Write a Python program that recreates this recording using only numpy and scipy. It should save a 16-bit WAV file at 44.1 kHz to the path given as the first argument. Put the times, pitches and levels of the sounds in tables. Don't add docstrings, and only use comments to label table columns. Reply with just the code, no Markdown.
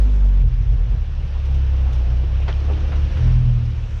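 import sys
import numpy as np
from scipy import signal
from scipy.fft import rfft, irfft
from scipy.io import wavfile
from scipy.ndimage import uniform_filter1d, minimum_filter1d

SR = 44100
rng = np.random.default_rng(int(sys.argv[2]) if len(sys.argv) > 2 else 0)


def store_wav(level_fs):
    pcm = np.round(np.clip(np.atleast_2d(level_fs), -1, 1) * 32767)
    wavfile.write(sys.argv[1], SR, pcm.T.astype(np.int16))


N = 176400
T = np.arange(N) / SR
HZ = np.fft.rfftfreq(N, 1 / SR)


# time in seconds, then levels in dB of tones 1, 2 and 3.
MAIN_TONES = [(0, -12.5, -30, -38), (.2, -11.5, -33, -36), (.4, -14, -29, -37.5), (.46, -13, -21.5, -20.5),
              (.55, -24, -32.5, -27), (.7, -20.5, -27, -26.5), (.85, -30, -28, -28.5),
              (1.08, -22.5, -24.5, -35.5), (1.35, -24.5, -23, -37.5), (1.6, -25.5, -17, -31),
              (2.1, -24.5, -16, -35.5), (2.3, -24.5, -19.5, -30), (2.85, -26, -20.5, -33),
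              (3.06, -26, -17.5, -31.5), (3.17, -22.5, -24.5, -30), (3.215, -27, -17, -18),
              (3.27, -15.5, -18, -16), (3.4, -16, -20.5, -17.5), (3.56, -22, -26, -17),
              (3.72, -29.5, -27.5, -27), (4, -28, -29.5, -34)]
# tone number, the main tone it follows, how many dB below that it lies.
OVERTONES = [(4, 2, 17), (5, 1, 32.5), (6, 3, 23.5)]
def drone(turns, waver_hz=10):
    levels = curves(MAIN_TONES)
    tones = [(k, db - 1.26 * drift(waver_hz)) for k, db in enumerate(levels, 1)]
    for k, leader, below_db in OVERTONES:
        tones.append((round(k), levels[round(leader) - 1] - below_db + 2.5 * drift(waver_hz)))
    return sum(np.sqrt(2) * amp(db) * np.sin(2 * np.pi * (k * turns + rng.random())) for k, db in tones)


def rasp(firings):
    first_db, _, third_db = curves(MAIN_TONES)
    puffs = 1 + np.cos(2 * np.pi * firings)
    return amp(np.maximum(first_db, third_db) - 39.5) * puffs * noise(hump(hz=386, octaves=.9))


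# time in seconds, deep boom in dB, chugging above it in dB.
BURBLE_LEVELS = [(0, -31, -36), (.36, -25.5, -38), (.44, -18.5, -18), (.6, -16.5, -32), (.75, -14.5, -24),
                 (.95, -17, -26), (1.08, -36, -36), (1.25, -26, -25.5), (1.5, -38, -37.5), (2, -36, -34.5),
                 (2.3, -30, -26.5), (2.6, -34.5, -34.5), (3.15, -24, -28.5), (4, -31, -33.5)]
# pitch in Hz, width in Hz, relative level in dB.
PIPE_NOTES = [(70.2, 13.6, 1), (124, 32, -2)]
def burble(firings, muffler_hz=145):
    pulses = np.diff(np.floor(firings), prepend=0) * rng.choice([-1., 1.], N)
    boom = steady(resonate(pulses, hz=47.57, width_hz=9.1))
    chug = sum(amp(db) * steady(resonate(pulses, hz, width)) for hz, width, db in PIPE_NOTES)
    chug = filtered(chug, 1 / (1 + (HZ / muffler_hz) ** 12))
    boom_db, chug_db = curves(BURBLE_LEVELS)
    return amp(boom_db) * boom + amp(chug_db) * chug


# time in seconds, crankshaft turns per second.
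REVS = [(0, 51), (.14, 50.3), (.42, 44.4), (.48, 40.3), (.7, 39), (.9, 38), (1.05, 35.8), (1.34, 34.7),
        (1.6, 33.3), (1.82, 32.8), (2.04, 30.1), (2.25, 31.5), (2.5, 33.9), (2.71, 35.5), (3.1, 35.5),
        (3.24, 40.2), (3.35, 41.5), (3.54, 40.3), (3.74, 38), (4, 36)]
# middle of the dip in seconds, depth in dB.
STUTTERS = [(.5, 3.5), (0.568, 5), (0.656, 3), (.775, 4.5), (0.863, 5.5), (1.06, 4.5), (1.3, 7)]
def engine(stutter_s=.021):
    turns = np.cumsum(curves(REVS)[0]) / SR
    firings = 3 * turns
    dip_db = sum(db * np.exp(-((T - s) / stutter_s) ** 2) for s, db in STUTTERS)
    return (drone(turns) + rasp(firings) + burble(firings)) * amp(-dip_db)


# frequency in Hz, relative level in dB.
TYRE_COLOUR = [(100, -22), (170, 1), (230, 0), (270, -11.5), (310, -8), (400, -5.5), (520, -5.5),
               (650, -10), (760, -10), (950, -14), (1300, -17.5), (1800, -20), (2050, -23), (2400, -21.5),
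               (2900, -24), (3700, -27), (4600, -32.5), (5600, -32), (6300, -37), (7200, -49.5),
               (8500, -54), (10500, -53), (12500, -65.5), (15000, -78)]
# time in seconds, low roar in dB, high hiss in dB.
TYRE_LEVELS = [(0, -41.5, -49.5), (.2, -44, -52.5), (.6, -50, -52.5), (.85, -44.5, -52.5),
               (1.05, -48.5, -52), (1.45, -44, -49.5), (1.9, -41.5, -49), (2.3, -43, -49.5),
               (2.6, -41, -47.5), (2.9, -40.5, -46.5), (3.1, -43, -46), (3.25, -40, -45),
               (3.45, -46.5, -50), (3.7, -46.5, -50.5), (4, -46.5, -50.5)]
def tyres(split_hz=1300, patch_db=1.26, flicker_db=.04):
    grid = signal.stft(rng.standard_normal(N), nperseg=512, noverlap=384)[2]
    patches = uniform_filter1d(rng.standard_normal(grid.shape), size=7, axis=0)
    patches = unit(uniform_filter1d(patches, size=12, axis=1))
    rough = signal.istft(grid * amp(patch_db * patches), nperseg=512, noverlap=384)[1][:N]
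    rough *= amp(-flicker_db * drift(hz=90))
    low = 1 / (1 + (HZ / split_hz) ** 4)
    roar = filtered(rough, colour(TYRE_COLOUR) * low)
    hiss = filtered(rough, colour(TYRE_COLOUR) * (1 - low))
    roar_db, hiss_db = curves(TYRE_LEVELS)
    return amp(roar_db) * roar + amp(hiss_db) * hiss


# start, rise and decay in seconds,
# level in dB, centre pitch in Hz, width in octaves.
BUMPS = [(.43, 0.011, 0.031, -40, 469, 0.12), (.72, 0.011, 0.022, -43.5, 460, 0.23),
         (.85, 0.016, 0.025, -46, 465, 0.15), (2.41, 0.013, 0.019, -45, 2600, 0.24),
         (2.476, 0.0069, 0.026, -28.5, 680, 1.36), (2.67, 0.034, 0.022, -34, 524, .85),
         (2.729, 0.0055, 0.015, -43.5, 2770, 0.39), (2.919, 0.0026, 0.021, -33, 880, 1.0),
         (3.165, 0.0067, 0.015, -39, 1210, 0.88)]
def bumps(muffle_hz=6500):
    slaps = np.zeros(N)
    muffle = 1 / (1 + (HZ / muffle_hz) ** 10)
    for start, rise, decay, db, hz, octaves in BUMPS:
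        attack = np.clip((T - start) / rise, 0, 1)
        tail = np.exp(-np.maximum(T - start - rise, 0) / decay)
        slaps += amp(db) * attack * tail * noise(muffle * hump(hz, octaves))
    return slaps


# start, rise and decay in seconds, strength in dB, pitch in Hz.
KNOCKS = [(.725, 0.014, 0.016, -29, 229), (2.235, 0.0026, 0.0074, -25.5, 345),
          (2.48, .004, 0.01, -24.5, 389), (2.694, 0.015, 0.016, -20, 405)]
# multiple of its pitch, relative level in dB.
KNOCK_NOTES = [(1, 0), (1.27, -7), (1.98, -14.5), (2.8, -15)]
def knocks():
    jolts = np.zeros(N)
    for start, rise, decay, db, hz in KNOCKS:
        notes = [(hz * multiple, note_db) for multiple, note_db in KNOCK_NOTES]
        jolts += amp(db) * ring(start, rise, decay, notes)
    return jolts


# pitch in Hz, relative level in dB.
STONE_NOTES = [(3200, 7), (4310, -7), (5380, -5)]
def stone():
    return amp(-25.5) * ring(start=2.5273, rise=.0008, decay=.0008, notes=STONE_NOTES)


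# pitch in Hz, width in Hz, relative level in dB.
BODY_NOTES = [(198, 48, -8.5), (240.7, 29, 0.5), (298.3, 16, 0), (332.3, 11, 1.5), (459, 33, -9),
              (525, 37, -6.5)]
# time in seconds, level in dB.
BODY_LEVELS = [(0, -63.5), (.45, -52), (.6, -66.5), (1.2, -62), (1.8, -47), (2.55, -53), (2.72, -41.5),
               (3.0, -42.5), (3.15, -46.5), (3.8, -57.5), (4, -62)]
def underbody():
    ringing = sum(amp(db) * resonate(rng.standard_normal(N), hz, width) for hz, width, db in BODY_NOTES)
    return amp(curves(BODY_LEVELS)[0]) * unit(ringing)


# time in seconds, level in dB.
GROOVE_LEVELS = [(0, -76.5), (1.2, -57.5), (2.6, -56.5), (3.2, -54), (4, -60)]
def grooves():
    return amp(curves(GROOVE_LEVELS)[0]) * resonate(rng.standard_normal(N), hz=2820, width_hz=790)


# frequency in Hz, relative level in dB.
STEEL_COLOUR = [(800, -32.5), (2000, -5), (3200, 7), (4500, -6.5), (5700, 2), (7200, -15.5), (9000, -21.5),
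                (10300, -17.5), (11300, -19.5), (12200, -19), (14000, -31.5)]
def grains(per_second, scuff_s, spread_db=2.5):
    hits = rng.random(N) < per_second / SR
    strengths = amp(spread_db * np.minimum(rng.exponential(1, N), 4))
    pole = np.exp(-1 / (scuff_s * SR))
    envelope = signal.lfilter([1], np.poly([pole, pole]), hits * strengths)
    return filtered(envelope * rng.standard_normal(N), colour(STEEL_COLOUR))


# start in seconds, decay in seconds, level in dB.
SPRAYS = [(1.452, 0.02, -49), (1.542, 0.015, -48), (1.929, 0.023, -44.5)]
# time in seconds, relative level in dB.
LOOSE_GRIT = [(0, -4), (1.1, -10.5), (1.5, -4.5), (2.3, -6.5), (2.8, 1.5), (3.3, 0), (3.6, -5.5), (4, -3)]
def grit():
    bursts = sum(amp(db) * (T > s) * np.exp(-np.maximum(T - s, 0) / decay) for s, decay, db in SPRAYS)
    sprays = bursts * grains(per_second=3700, scuff_s=.0018)
    strays = amp(curves(LOOSE_GRIT)[0] - 60.5) * grains(per_second=73, scuff_s=.0025)
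    return sprays + strays


# time in seconds, level in dB.
AIR_LEVELS = [(0, -68), (.2, -68.5), (.5, -80.5), (3.4, -82), (3.75, -73), (4, -63)]
def air():
    return amp(curves(AIR_LEVELS)[0]) * noise(hump(hz=6300, octaves=.24))


def amp(db):
    return 10 ** (np.asarray(db) / 20)


def unit(x):
    return x / np.sqrt(np.mean(x ** 2) + 1e-20)


def curves(table):
    times, *columns = np.transpose(table)
    return [np.interp(T, times, column) for column in columns]


def colour(points):
    hz, db = np.transpose(points)
    return amp(np.interp(np.log(HZ + 1), np.log(hz), db))


def hump(hz, octaves):
    return np.exp(-.5 * (np.log2((HZ + 1) / hz) / octaves) ** 2)


def filtered(x, gains):
    return unit(irfft(rfft(x) * gains, N))


def noise(gains):
    return filtered(rng.standard_normal(N), gains)


def drift(hz):
    return noise(1 / (1 + (HZ / hz) ** 4))


def resonate(x, hz, width_hz):
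    detuning = (HZ ** 2 - hz ** 2) / (width_hz * (HZ + 1))
    return filtered(x, 1 / (1 + 1j * detuning) ** 2)


def steady(x, window_s=.034):
    power = uniform_filter1d(abs(signal.hilbert(x)) ** 2, round(window_s * SR))
    return unit(x / np.sqrt(power + 1e-9))


def ring(start, rise, decay, notes):
    age = np.maximum(T - start, 0)
    envelope = (1 - np.exp(-(age / rise) ** 2)) * np.exp(-age / decay)
    return envelope * sum(amp(db) * np.sin(2 * np.pi * hz * age) for hz, db in notes)


def scene():
    rolling = engine() + tyres() + underbody() + grooves() + air()
    return (rolling + bumps() + knocks() + stone() + grit())[None]


def record(dry, ceiling_db=-7, hold_s=.025, fade_s=.006, cutoff_hz=14500):
    hold = round(hold_s * SR)
    gain = np.minimum(1, amp(ceiling_db) / (abs(dry) + 1e-9))
    gain = minimum_filter1d(gain, hold)
    gain = uniform_filter1d(uniform_filter1d(gain, hold // 2), hold // 2)
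    fade = np.minimum(T[::-1] / fade_s, 1)
    treble_cut = signal.firwin(511, cutoff_hz, window=("kaiser", 9), fs=SR)
    return signal.oaconvolve(dry * gain * fade, treble_cut[None], "same")


dry = scene()
out = record(dry)
store_wav(out)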